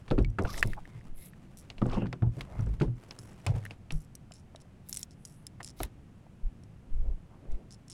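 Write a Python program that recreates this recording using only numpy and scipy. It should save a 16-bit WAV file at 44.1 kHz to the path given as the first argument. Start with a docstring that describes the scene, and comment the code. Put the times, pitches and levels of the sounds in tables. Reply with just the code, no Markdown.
"""Hollow knocks come first: feet and rod strike a plastic kayak as an angler lifts a weedy fish.
The hull is a drum with ringing walls; tackle clacks and taps are short damped modes and noise bursts.
The reel ticks as its pawl snaps over teeth; clothing scuffs and sliding gear are modulated coloured noise.
Water gulps, drips and spits as short tones, with squeaks gliding in pitch.
The rocking boat shakes the mount in low swings, over a quiet lake breeze and a droning hull."""
import sys
import numpy as np
from scipy.fft import rfft, irfft, next_fast_len
from scipy.io import wavfile
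from scipy.ndimage import map_coordinates

SR = 44100
rng = np.random.default_rng(int(sys.argv[2]) if len(sys.argv) > 2 else 0)


def wrap_up_sound(samples):
    """Save the sound to the file named by the first command line argument, as 16-bit audio."""
    columns = np.atleast_2d(samples).T
    # keep every value between -1 and 1, then stretch to whole-number steps
    tamed = np.clip(columns, -1, 1)
    steps = np.round(tamed * 32767).astype(np.int16)
    wavfile.write(sys.argv[1], SR, steps)


N = 349700
CLOCK = np.arange(N) / SR  # scene time, s
AGE = np.arange(SR // 2) / SR  # time since a blow, s
TOP_HZ = 16500  # band limit

# Light air over open water: pitch_hz, density_db (per Hz)
BREEZE_SPECTRUM = [(18, -38.5), (30, -7), (157, 9.5), (426, -12.5), (600, -22.5), (2980, -23.5),
                   (3980, -40), (6550, -51), (7270, -65), (9220, -52.5), (16000, -56)]
# Low swell beneath the air: pitch_hz, density_db (per Hz)
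SWELL_SPECTRUM = [(10, -2.0), (28, 4.0), (45, -17.0), (90, -38.5), (300, -83.5)]
# Drone of the hollow hull: pitch_hz, density_db (per Hz)
DRONE_SPECTRUM = [(24, -39.5), (40, -1), (113, 4), (179, 1), (317, -10.5), (357, -9.5), (401, -17.5),
                  (750, -23), (900, -30.5), (1170, -51.5), (1980, -120)]

# The boat rocks, or lurches when a blow shoves it, and shakes the mount: middle_s, level_db, pitch_hz,
# half_length_s
LURCHES = [(0.157, -27, 17, 0.042), (0.235, -25, 40.7, 0.065), (0.448, -19.5, 9.1, 0.0073),
           (0.665, -31, 16.2, 0.12), (1.134, -37, 10.8, 0.066), (1.919, -33.5, 20, 0.11),
           (2.679, -31, 51, 0.11), (3.959, -24, 16, 0.026), (5.833, -36.5, 41, 0.032),
           (6.458, -27.5, 15.4, 0.025), (6.972, -18.5, 14.6, 0.036), (7.059, -25, 20.8, 0.093),
           (7.533, -20.5, 12.9, 0.031)]

# The angler shifts in the seat: start_s, end_s, rustle_db
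SHIFTS = [(0, 0.17, -66.5), (0.694, 1.076, -64), (1.28, 1.916, -66.5), (2.351, 2.833, -59.5),
          (2.982, 3.723, -59)]
# Rustle of clothes: pitch_hz, density_db (per Hz)
CLOTH_SPECTRUM = [(150, 1.5), (350, 6), (700, 3.5), (1200, -1), (2700, -7.5), (4000, -13.5), (9500, -17),
                  (15000, -30)]
STILL_DB, SHIFT_RAMP_S = -67.5, 0.036  # rustle while still; time for a shift to start or stop
CRINKLE_DB, CRINKLES_PER_S = 4.5, 340  # grain of the cloth
FOLD_DB, FOLDS_PER_S = 2.5, 35  # unevenness from fold to fold
RUSTLE_SWAY_DB, SWAYS_PER_S = 1, 13  # slower sway of the rustle

# Shoes, sleeves and line slide over gear, and water along the hull:
# middle_s, length_s, level_db, centre_hz, width_octaves
RUBS = [(0.42, 0.082, -39, 388, 0.94), (0.539, 0.14, -50.5, 450, 1.28), (0.545, 0.26, -56, 5800, 1.2),
        (0.51, 0.11, -51.5, 5450, 0.28), (0.519, 0.11, -62, 4060, 0.078), (0.53, 0.11, -56.5, 12100, 0.26),
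        (0.586, 0.05, -48, 6320, 0.63), (0.588, 0.054, -44.5, 466, 1.03), (0.676, 0.085, -47, 355, .6),
        (0.682, 0.16, -60, 9500, 6.9), (0.781, 0.029, -43.5, 794, 0.44), (0.921, 0.21, -69.5, 1200, 1.6),
        (1.225, 0.17, -57, 11500, 0.28), (1.227, 0.14, -61.5, 6500, 3.4), (1.941, 0.25, -43.5, 273, 1.26),
        (1.927, 0.13, -48, 1090, 0.2), (1.966, 0.2, -56, 2780, 0.17), (1.916, 0.22, -65, 5900, 0.64),
        (2.54, 0.25, -53.5, 550, 0.95), (3.53, 0.17, -50, 500, 0.7), (3.537, 0.11, -68.5, 1900, 0.56),
        (4.953, 0.22, -60.5, 11750, 2), (5.298, 0.34, -72.5, 9700, .3), (5.813, 0.11, -55, 12000, 2),
        (7.051, 0.21, -57, 333, 0.99), (7.334, .08, -61, 783, 0.64), (7.491, 0.39, -57.5, 341, 1.02),
        (7.525, 0.085, -69.5, 2500, 1.7)]
# Resonances of rod and reel: centre_hz, width_hz, level_db
GEAR_RESONANCES = [(1260, 39, -10.5), (2110, 200, 13), (2620, 200, 0.5), (3700, 890, 2.5),
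                   (5240, 680, -8.5), (8090, 290, -7.5), (10500, 1900, -9)]
STROKE_PEAK = 0.67  # share of a stroke spent growing
SLIP_DB, SLIPS_PER_S = 1.5, 200  # coarse catches of the surfaces
GRIT_DB, GRITS_PER_S = 3.5, 900  # fine grit

# Wet rubber squeaks, mostly upward: start_s, length_s, level_db, from_hz, to_hz
SQUEAKS = [(0.464, 0.024, -42.5, 683, 1410), (0.485, 0.024, -41, 1175, 1110),
           (0.502, 0.027, -47, 1060, 1360), (0.485, 0.025, -51, 1460, 1720),
           (0.537, 0.0133, -50, 1460, 2380), (0.571, 0.013, -43, 870, 2080)]
SQUEAK_ROUGH = 0.07  # share by which the pitch wavers

# Wet grit and droplets spit: start_s, length_s, rms_db, centre_hz, scatter_octaves (half the extreme)
SPATTERS = [(0.473, 0.11, -58.5, 5180, 0.47), (0.569, 0.036, -55.5, 6500, 0.68),
            (.635, .11, -72.5, 8940, 0.22), (1.17, .12, -65.5, 10600, 0.23), (1.881, .17, -57, 1400, .5),
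            (1.896, 0.069, -55, 2850, 0.51), (5.791, 0.042, -58, 8000, 0.71)]
SPITS_PER_S, SPIT_CYCLES, SPIT_SCATTER_DB = 370, 13, 5  # cycles until one has died; spread of strength

# Drops and small laps trap a bubble: start_s, level_db, bubble_hz, t60_s
DROPS = [(.247, -34.5, 2260, 0.037), (4.31, -39.5, 680, 0.017), (4.5489, -39, 657, 0.024),
         (4.655, -51, 680, .025), (6.266, -47.5, 660, 0.017)]
# Water under the hull squeezes an air pocket:
# start_s, peak_db, pitch_hz, glide_octaves_per_s, t60_s
GULPS = [(.111, -27, 534, -4.5, 0.18), (.115, -29, 289, 7, 0.055), (.181, -23, 331, 0.5, 0.066),
         (1.818, -33, 1266, -5.5, 0.031), (1.857, -45, 785, 0, 0.024), (1.971, -34.5, 810, 1.5, 0.062),
         (2.223, -41, 770, 3, 0.12), (2.812, -27, 357, 4.5, 0.16), (2.829, -38, 975, -3, 0.058),
         (3.466, -40, 835, -4.5, 0.14), (3.478, -43.5, 601, 6.5, 0.19), (5.803, -32.5, 779, 1, 0.052),
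         (5.804, -36.5, 316, 4, 0.061)]
GULP_ATTACK_S, GULP_ROUGH = 0.0023, 0.13  # time to swell; share by which the pitch wavers

# The reel clicks as the rod moves or line is tugged: start_s, level_db, strongest_hz
TICKS = [(0.2263, -53.5, 6200), (0.3009, -52, 5830), (0.4224, -43, 6700), (0.436, -44.5, 7300),
         (0.5781, -32.5, 6530), (0.587, -41, 5620), (.596, -34.5, 7460), (0.608, -34, 8980),
         (0.6608, -45, 9100), (.6738, -39.5, 9690), (1.259, -51, 11700), (1.865, -48.5, 7200),
         (2.4082, -46.5, 10200), (2.608, -49.5, 5400), (2.662, -52.5, 6300), (3.189, -35.5, 5830),
         (3.331, -54.5, 7600), (3.4653, -27.5, 8540), (3.652, -44.5, 10500), (3.9218, -33.5, 6040),
         (4.153, -35, 8900), (4.3202, -42, 4960), (4.56, -43.5, 4760), (4.928, -25.5, 6900),
         (4.932, -33, 9500), (4.9435, -32.5, 9800), (4.95, -34.5, 8500), (4.963, -31.5, 8000),
         (4.9716, -22, 8100), (4.9865, -41, 8850), (4.993, -35, 10260), (5.0134, -40.5, 7000),
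         (5.0303, -22.5, 7400), (5.2518, -34.5, 7180), (5.255, -38.5, 8500), (5.4676, -28.5, 6500),
         (5.6302, -34, 6950), (5.638, -40.5, 8020), (5.646, -31.5, 6460), (5.6762, -35.5, 5880),
         (5.687, -39, 5970), (5.8322, -29.5, 11190), (5.852, -55, 11000), (6.6361, -50, 5030),
         (7.519, -53, 6130), (7.8818, -45, 5970)]
# The spool slips and the pawl chatters: start_s, length_s, first_level_db, strongest_hz, fade_db (over the run)
RUNS = [(1.572, 0.055, -43, 9200, 16), (3.196, 0.13, -49, 9100, 22), (3.937, 0.12, -55, 9300, 7),
        (4.338, 0.077, -48.5, 6200, 18), (4.603, 0.018, -51.5, 5000, 2), (4.888, 0.03, -45.5, 11700, 9.5),
        (4.997, 0.032, -53, 11000, 1), (5.109, 0.027, -50, 5460, 13), (5.256, 0.11, -51, 8500, 12),
        (5.66, 0.011, -42, 6670, 3), (5.695, 0.02, -42, 5800, 12), (7.7078, 0.052, -43.5, 5700, 12.5),
        (7.8995, 0.03, -40.5, 5900, 3)]
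# Modes of the pawl spring: pitch_hz, level_db, t60_s
PAWL_MODES = [(3347, -28, 0.00632), (5240, -4.5, 0.007), (5540, 1.5, 0.022), (6586, -13, 0.0045),
              (7800, -1, 0.021), (7610, -4, 0.0081), (8940, -13, 0.004), (10100, -1, 0.018),
              (10600, -11, 0.0069), (13100, -22, 0.0035)]
# Top octave of a click, and its housing: pitch_hz, density_db (per Hz)
PAWL_SNAP_SPECTRUM = [(6000, -23.5), (11000, -2.5), (13000, -6), (15500, -17.5), (17000, -40)]
HOUSING_SPECTRUM = [(500, 1.5), (2500, 6), (4400, 6.0), (5700, 6), (6700, 9.0), (8000, 4.0),
                    (10500, 2.5), (13000, -19.0)]
PAWL_PER_S, PAWL_JITTER, PAWL_SCATTER_DB = 190, 0.19, 3  # click rate; scatter of spacing (share) and level
PAWL_DETUNE, PAWL_TAIL_DB = 0.045, -12  # pitch scatter (share); ring left after the first snap
SNAP_DB, SNAP_HZ, SNAP_DB_PER_OCTAVE = -38.5, 5660, 42  # base of the snap level, its pitch, growth above it

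# Rod and tackle tap against the boat: start_s, level_db, ring_hz, deck_db (re the tap)
TAPS = [(0.0796, -38.5, 1780, -10), (0.104, -33, 3480, -26), (.111, -28, 1540, -21), (.186, -31, 2500, -16),
        (.3872, -41, 1900, -10), (.4716, -37, 2730, -22), (1.701, -25.5, 2970, -26),
        (1.7815, -35.5, 2700, -18.5), (1.914, -47, 2060, -16), (1.931, -33.5, 2530, -11),
        (1.943, -41, 2880, -14), (2.0677, -38.5, 1750, -20), (2.1277, -24.5, 2050, -31.5),
        (2.4082, -24.5, 2230, -22.5), (2.7998, -34.5, 1600, -10), (2.8169, -26.5, 2570, -15.5),
        (3.1087, -28.5, 5140, -33), (3.464, -24, 2200, -18), (3.468, -23.5, 2500, -15.5),
        (3.708, -28.5, 2620, -20), (3.906, -26.5, 2690, -19), (4.32, -43.5, 3030, -28),
        (4.5598, -41, 3840, -21.5), (5.8025, -35.5, 4070, -16), (5.8327, -25.5, 2090, -18.5)]
# Crack, bright edge and deck answer of a tap: pitch_hz, density_db (per Hz)
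TAP_CRACK_SPECTRUM = [(300, -6), (700, 6.5), (1400, -15), (2200, 4.5), (4500, 0), (6200, -16.5),
                      (10000, -87), (16000, -44)]
TAP_EDGE_SPECTRUM = [(3000, -27), (6500, 18), (10500, 5), (15000, -15.5)]
TAP_DECK_SPECTRUM = [(250, 11.0), (700, 5.5), (2500, -3.0), (5000, -10.5), (10000, -19.5), (14000, -38)]
TAP_EDGE_DB = -21.5  # re the tap

# A hard plastic fitting snaps: start_s, level_db
CLACKS = [(0.542, -33.5), (0.578, -36.5), (0.6273, -10.5), (0.6353, -34), (0.7334, -31.5), (0.8536, -43.5),
          (1.01, -52), (1.3344, -48), (3.6527, -33), (3.6623, -35.5), (5.6053, -36.5), (5.612, -42.5)]
# Modes of the fitting: pitch_hz, level_db, t60_s
FITTING_MODES = [(1170, -22, 0.021), (1807, 3, 0.011), (2100, -4.5, 0.01), (2306, -15, .02),
                 (2660, -20, 0.022), (4170, -23, .009), (5300, -30.5, 0.0045), (5900, -26.5, .007)]
# Snap and deck answer of a clack: pitch_hz, density_db (per Hz)
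CLACK_SNAP_SPECTRUM = [(500, -11.5), (2000, 8.5), (6000, -11.5), (11000, -6), (16000, -28)]
CLACK_DECK_SPECTRUM = [(300, -1.0), (900, 2.0), (2800, 2.5), (4000, -6.0), (12000, -24.0)]

# Feet and rod butt strike the hull, then settle: start_s, strength_db, hardness (0-1), drum_hz,
# drum_t60_s, settle_s, wall_db (re the strength), strongest_wall_hz
KNOCKS = [(0.11, -29, 0.74, 150, 0.091, 0.0091, 10, 426), (0.1799, -31, 0.73, 110.7, 0.19, .026, 11.5, 275),
          (0.24, -36.5, 0.4, 108.4, 0.62, .035, -15, 190),
          (0.3858, -36.5, 0.97, 90.3, 0.37, .01, 14.5, 425),
          (0.45, -37.5, 0.88, 118.7, 0.47, 0.022, 7, 830), (.646, -32, 0.48, 112.6, 0.5, .03, 1, 252),
          (0.95, -44, 0.5, 119.3, 0.28, .019, -19, 190),
          (1.8169, -32, 0.73, 122.4, 0.26, 0.0091, 13.5, 247),
          (1.8567, -33.5, 0.66, 120, 0.29, 0.012, 7, 475), (1.931, -44, 0.4, 119.6, 0.18, 0.01, 12, 680),
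          (1.9701, -32, 0.5, 117, 0.22, 0.0054, 10.5, 250), (2.021, -34.5, 0.64, 122, 0.64, 0.02, 11, 215),
          (2.057, -42, 0.79, 121, 0.18, 0.016, 7.5, 210), (2.129, -44, 0.88, 128.5, 0.43, 0.013, 9, 564),
          (2.2221, -23, 0.48, 115.7, 0.21, 0.042, -3.5, 216), (2.37, -37, 0.1, 135.4, 0.6, .019, 1.5, 220),
          (2.593, -28, 0.5, 110.5, 0.1, 0.028, -10.5, 200), (2.667, -46, 0.76, 110, 0.25, 0.022, 4, 503),
          (2.8114, -25.5, 0.65, 147, 0.078, 0.0065, 7.5, 230),
          (2.879, -32.5, 0.4, 122, 0.24, 0.0168, -8, 190), (3.185, -49, 0.8, 117.5, 0.21, 0.053, 2, 345),
          (3.4658, -51, 1, 119.7, 0.63, 0.0033, -6, 900), (3.468, -29.5, 0.1, 101.7, 0.56, .043, -20, 190),
          (3.492, -27.5, .05, 123.2, 0.19, 0.062, -23, 190), (3.923, -37.5, 0, 150.8, 0.22, .02, -4.5, 190),
          (5.602, -54, 1, 118, 0.1, 0.0067, 14.5, 1100),
          (5.8026, -46, 0.95, 113.5, 0.19, 0.0074, 12.5, 435)]
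# Drum modes of the hull: pitch_ratio, level_db, t60_share (of the drum's)
HULL_MODES = [(.81, -7.5, 0.3), (1, 10.5, 1), (1.35, -3, 0.89), (1.73, -13, 0.92)]
# Modes of the hull walls: pitch_hz, level_db, t60_s
WALL_MODES = [(169, -4.5, 0.51), (201.1, 10.5, 0.1), (253, -5.5, 0.41), (299, -2.5, 0.2), (340, -6, 0.29),
              (386.4, 2.5, 0.14), (434, -4, 0.11), (498, 2.5, 0.068), (598, -5, .07), (686, -1.5, .08),
              (820, 1.5, 0.045), (926.6, -3.5, 0.063), (1090, -13, .06), (1409, -13.5, 0.094)]
# Noise at the point of contact, and rattle of the walls: pitch_hz, density_db (per Hz)
CONTACT_SPECTRUM = [(400, -32), (800, 6), (1350, 10), (1900, -3), (3000, -7.5), (5000, -23.5),
                    (9000, -26.5), (15000, -62.5)]
RATTLE_SPECTRUM = [(120, -13.0), (250, 6.5), (520, -0.5), (900, -11.0), (2000, -35.5), (5000, -65.5)]
SETTLE_DB, SETTLE_HARDNESS = -4.5, 0.52  # settling thump re the first blow; its share of the hardness
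WALL_SOFT_HZ, WALL_SETTLE_DB = 207.7, -4  # strongest wall pitch in the thump; change of wall level there
WALL_FOCUS_DB = 9  # fall per octave away from the strongest wall pitch
CONTACT_SOFT_DB, CONTACT_HARD_DB, CONTACT_TAIL_DB = -50.5, 9, -13  # re the strength; tail re the contact
SHOVE_DB, SHOVE_HZ, SHOVE_LAG_S, SHOVE_HALF_S = -9.5, 45.3, 0.059, 0.029  # each knock shoves the boat


def amp(db):
    """Level in decibels converts to a linear gain."""
    return 10 ** (np.asarray(db) / 20)


def unit(x):
    """Normalization to an rms of 1."""
    return x / np.sqrt(np.mean(x ** 2) + 1e-20)


def crest(x):
    """Normalization to a peak of 1."""
    return x / np.max(np.abs(x))


def add(track, s, sound):
    """Superposition: mix a sound into the track at time s, cropped at both ends."""
    start = round(s * SR)
    sound = sound[max(-start, 0):]
    room = track[max(start, 0):][:len(sound)]
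    room += sound[:len(room)]


def noise(spectrum, size):
    """Spectral shaping: white noise is filtered through (Hz, dB) points and set to rms 1."""
    hz, db = np.transpose(spectrum)
    m = next_fast_len(size)
    log_hz = np.log(np.fft.rfftfreq(m, 1 / SR) + 1)
    gain = amp(np.interp(log_hz, np.log(hz), db))
    gain[0] = 0
    return unit(irfft(rfft(rng.standard_normal(m)) * gain, m)[:size])


def wobble(rate):
    """Slow random modulation: a smooth curve through random knots, rate of them a second."""
    return map_coordinates(rng.standard_normal(4096), [CLOCK * rate], mode="wrap")


def fade(t60):
    """Exponential damping: a fall of 60 dB in t60 seconds."""
    return np.exp(-np.log(1000) * AGE / t60)


def rise(attack):
    """Finite contact time: the force builds up exponentially."""
    return 1 - np.exp(-AGE / attack)


def ring(modes, pitch=1):
    """Modal superposition: damped sines of joint peak 1, weighed anew by each blow's place."""
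    out = 0
    for k, (hz, db, t60) in enumerate(modes):
        more_db, detune = rng.normal(0, 2), rng.normal(0, 0.007)
        tone = np.sin(2 * np.pi * pitch * hz * (1 + detune) * AGE)
        out = out + (-1) ** k * amp(db + more_db) * fade(t60) * tone
    return crest(out)


def breeze():
    """Broadband turbulence: steady air and swell, while ripples keep the hollow hull droning."""
    air = amp(-62.0) * noise(BREEZE_SPECTRUM, N)
    swell = amp(-62.5) * noise(SWELL_SPECTRUM, N)
    drone = amp(-54 + 0.8 * wobble(6.8)) * noise(DRONE_SPECTRUM, N)
    return air + swell + drone


def swing(hz, half):
    """Inertia of a heavy body: a low oscillation with judder, swelling and dying about its middle."""
    t = AGE - AGE[-1] / 2
    judder = noise([(hz / 4, -18), (hz / 2, 0), (hz * 2, -2), (hz * 3.7, -16), (hz * 10, -42), (hz * 30, -90)],
                   len(t))
    sway = np.cos(2 * np.pi * hz * t + rng.uniform(0, 2 * np.pi))
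    return (sway + amp(-1.5) * judder) * np.exp(-(t / half) ** 2)


def lurches():
    """Rigid-body motion: the boat rocks as the angler leans or lurches when a blow shoves it, giving brief low
    swings."""
    out = np.zeros(N)
    for middle, db, hz, half in LURCHES:
        add(out, middle - AGE[-1] / 2, amp(db) * swing(hz, half))
    return out


def click(centre_hz):
    """Snap-through: the pawl drops over a tooth; spring and housing ring most near one pitch."""
    size = SR // 20
    top_db = SNAP_DB + SNAP_DB_PER_OCTAVE * np.log2(centre_hz / SNAP_HZ)
    lean = lambda hz: -8 * abs(np.log2(hz / centre_hz))
    leaning_modes = [(hz, db + lean(hz), t60) for hz, db, t60 in PAWL_MODES]
    spring = ring(leaning_modes, 1 + PAWL_DETUNE * rng.standard_normal())[:size]
    spring = crest(spring * (np.exp(-AGE[:size] / 0.0003) + amp(PAWL_TAIL_DB)))
    snap = noise(PAWL_SNAP_SPECTRUM, size) * fade(0.013)[:size]
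    buzz = (fade(0.012) + amp(-26) * fade(0.05))[:size]
    housing = noise([(hz, db + lean(hz)) for hz, db in HOUSING_SPECTRUM], size) * buzz
    return spring + amp(top_db - 2.5) * snap + amp(-8.5) * housing


def handling():
    """Friction of cloth: noise crinkles fold by fold in each shift; buckles and zips tick now and then."""
    moving = np.zeros(N)
    for start, end, db in SHIFTS:
        corners = [start - SHIFT_RAMP_S, start, end, end + SHIFT_RAMP_S]
        moving += amp(db) * np.interp(CLOCK, corners, [0, 1, 1, 0])
    crinkle_db = CRINKLE_DB * wobble(CRINKLES_PER_S)
    fold_db = FOLD_DB * wobble(FOLDS_PER_S)
    sway_db = RUSTLE_SWAY_DB * wobble(SWAYS_PER_S)
    rustle = unit(noise(CLOTH_SPECTRUM, N) * amp(crinkle_db + fold_db + sway_db))
    out = moving * rustle + amp(STILL_DB) * noise(CLOTH_SPECTRUM, N)
    for s, hz, force in rng.uniform([0, 4500, 0], [3.8, 7500, 1], size=(28, 3)):
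        add(out, s, moving[int(s * SR)] * amp(3 * force) * click(hz))
    return out


def rubs():
    """Sliding friction: surfaces catch in tiny slips that excite the resonances of the gear."""
    out = np.zeros(N)
    hz = np.geomspace(20, 17000, 300)
    body = 0.31
    for centre, width, db in GEAR_RESONANCES:
        body = body + amp(db) / (1 + (2 * (hz - centre) / width) ** 2)
    slips = amp(SLIP_DB * wobble(SLIPS_PER_S) + GRIT_DB * wobble(GRITS_PER_S))
    for middle, length, db, centre_hz, octaves in RUBS:
        start, size = middle - length / 2, round(length * SR)
        fall_db = np.minimum(7.7 * (np.log2(hz / centre_hz) / octaves) ** 2, 60)
        colour = 20 * np.log10(body) - fall_db
        quarter_turns = np.interp(np.linspace(0, 1, size), [0, STROKE_PEAK, 1], [0, 1, 2])
        stroke = np.sin(np.pi / 2 * quarter_turns)
        hiss = noise(np.c_[hz, colour], SR)[:size]
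        add(out, start, amp(db) * stroke * unit(hiss * slips[round(start * SR):][:size]))
    return out


def squeaks():
    """Stick-slip oscillation: a wavering tone and its octave glide as wet surfaces slide."""
    out = np.zeros(N)
    for s, length, db, from_hz, to_hz in SQUEAKS:
        hz = np.geomspace(from_hz, to_hz, round(length * SR))
        waver = 1 + SQUEAK_ROUGH * wobble(600)[:len(hz)]
        phase = 2 * np.pi * np.cumsum(hz * waver) / SR
        tone = np.sin(phase) + 0.14 * np.sin(2 * phase)
        add(out, s, amp(db) * np.sqrt(np.hanning(len(hz))) * tone)
    return out


def spatters():
    """Granular superposition: clouds of tiny bursts, each with its own moment, pitch and strength."""
    out = np.zeros(N)
    t = AGE[:SR // 100]
    for start, length, db, centre_hz, octaves in SPATTERS:
        cloud = np.zeros(round(length * SR) + len(t))
        count = max(round(length * SPITS_PER_S), 1)
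        for k, (late, higher, louder) in enumerate(rng.uniform(-1, 1, (100, 3))[:count]):
            hz = min(centre_hz * 2 ** (2 * octaves * higher), TOP_HZ * 0.8)
            decay = np.exp(-np.log(1000) * hz * t / SPIT_CYCLES)
            spit = np.sin(2 * np.pi * hz * t) * (1 - np.exp(-hz * t)) * decay
            add(cloud, abs(k + late) / SPITS_PER_S, amp(SPIT_SCATTER_DB * louder) * spit)
        add(out, start, amp(db) * unit(cloud))
    return out


def drops():
    """Bubble resonance: a drop splats and the bubble it traps rings briefly."""
    out = np.zeros(N)
    for s, db, hz, t60 in DROPS:
        splat = noise([(hz / 4, -20), (hz, 0), (hz * 2, -8), (hz * 8, -40)], len(AGE)) * fade(0.011)
        bubble = np.sin(2 * np.pi * hz * AGE) * fade(t60)
        add(out, s, amp(db) * (bubble + 0.5 * splat) * rise(0.00024))
    return out


def gulps():
    """Cavity resonance: the hull slaps water; trapped air glides in pitch as its pocket swells or shrinks."""
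    out = np.zeros(N)
    for s, db, hz, glide, t60 in GULPS:
        waver = 1 + GULP_ROUGH * wobble(300)[:len(AGE)]
        pitch = hz * 2 ** (glide * AGE) * waver
        tone = np.sin(2 * np.pi * np.cumsum(pitch) / SR)
        add(out, s, amp(db) * crest(tone * rise(GULP_ATTACK_S) * fade(t60)))
    return out


def ticks():
    """Ratchet excitation: single clicks as line is tugged, and uneven runs that fade as the spool slips."""
    out = np.zeros(N)
    for s, db, hz in TICKS:
        add(out, s, amp(db) * click(hz))
    for start, length, db, hz, fade_db in RUNS:
        for k, (late, louder) in enumerate(rng.standard_normal((30, 2))):
            age = k / PAWL_PER_S
            if age < length:
                late_s = min(k, 1) * late * PAWL_JITTER / PAWL_PER_S  # the first click is on time
                click_db = db + PAWL_SCATTER_DB * louder - fade_db * age / length
                add(out, start + age + late_s, amp(click_db) * click(hz))
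    return out


def taps():
    """Light impact: a crack, a short ring of the part hit, a bright edge and the deck's dull answer."""
    out = np.zeros(N)
    for s, db, hz, deck_db in TAPS:
        crack = amp(-11.0) * noise(TAP_CRACK_SPECTRUM, len(AGE)) * fade(0.022)
        tone = amp(-1.0) * np.sin(2 * np.pi * hz * AGE) * fade(0.007)
        edge = amp(TAP_EDGE_DB) * noise(TAP_EDGE_SPECTRUM, len(AGE)) * fade(0.0039)
        deck = amp(deck_db) * noise(TAP_DECK_SPECTRUM, len(AGE)) * fade(0.14)
        add(out, s + 0.0005, amp(db) * rise(0.00011) * (crack + tone + edge + deck))
    return out


def clacks():
    """Stiff impact: the fitting snaps, its damped modes ring and the deck answers faintly."""
    out = np.zeros(N)
    for s, db in CLACKS:
        snap = amp(-14.0) * noise(CLACK_SNAP_SPECTRUM, len(AGE)) * fade(0.0096)
        deck = amp(-14.5) * noise(CLACK_DECK_SPECTRUM, len(AGE)) * fade(0.032)
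        add(out, s + 0.00019, amp(db) * rise(0.0001) * (ring(FITTING_MODES) + snap + deck))
    return out


def blow(hardness, drum_hz, drum_t60, wall_db, wall_hz):
    """Modal excitation: hull drums, walls ring by the spot struck; a harder blow adds contact noise."""
    contact_db = CONTACT_SOFT_DB + hardness * (CONTACT_HARD_DB - CONTACT_SOFT_DB)
    drum_modes = [(ratio, db, share * drum_t60) for ratio, db, share in HULL_MODES]
    drum = ring(drum_modes, drum_hz) * rise(0.0016)
    wall = ring([(hz, db - WALL_FOCUS_DB * abs(np.log2(hz / wall_hz)), t60) for hz, db, t60 in WALL_MODES])
    rattle = noise(RATTLE_SPECTRUM, len(AGE)) * rise(0.00098) * fade(0.11)
    contact_fade = fade(0.042) + amp(CONTACT_TAIL_DB) * fade(0.12)
    contact = noise(CONTACT_SPECTRUM, len(AGE)) * rise(0.00031) * contact_fade
    return amp(6.5) * drum + amp(wall_db) * (wall + amp(-11.0) * rattle) + amp(contact_db) * contact


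def knocks():
    """Impact and recoil: each blow lands, settles with a softer thump and shoves the boat."""
    out = np.zeros(N)
    for s, db, hardness, drum_hz, t60, settle, wall_db, wall_hz in KNOCKS:
        landing = blow(hardness, drum_hz, t60, wall_db, wall_hz)
        thump = blow(hardness * SETTLE_HARDNESS, drum_hz, t60, wall_db + WALL_SETTLE_DB, WALL_SOFT_HZ)
        shove = swing(SHOVE_HZ, SHOVE_HALF_S)
        add(out, s, amp(db) * landing)
        add(out, s + settle, amp(db + SETTLE_DB) * thump)
        add(out, s + SHOVE_LAG_S - AGE[-1] / 2, amp(db + SHOVE_DB) * shove)
    return out


def scene():
    """Superposition in the open: all sources add directly, with no reverberation."""
    background = breeze() + lurches() + handling()
    sliding = rubs() + squeaks()
    water = spatters() + drops() + gulps()
    tackle = ticks() + taps() + clacks()
    return (background + sliding + water + tackle + knocks())[None]


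def record(dry):
    """Band limitation: nothing above the limit passes."""
    m = next_fast_len(N + 8192)
    passed = np.fft.rfftfreq(m, 1 / SR) < TOP_HZ
    return irfft(rfft(dry, m) * passed, m)[..., :N]


dry = scene()
out = record(dry)
wrap_up_sound(out)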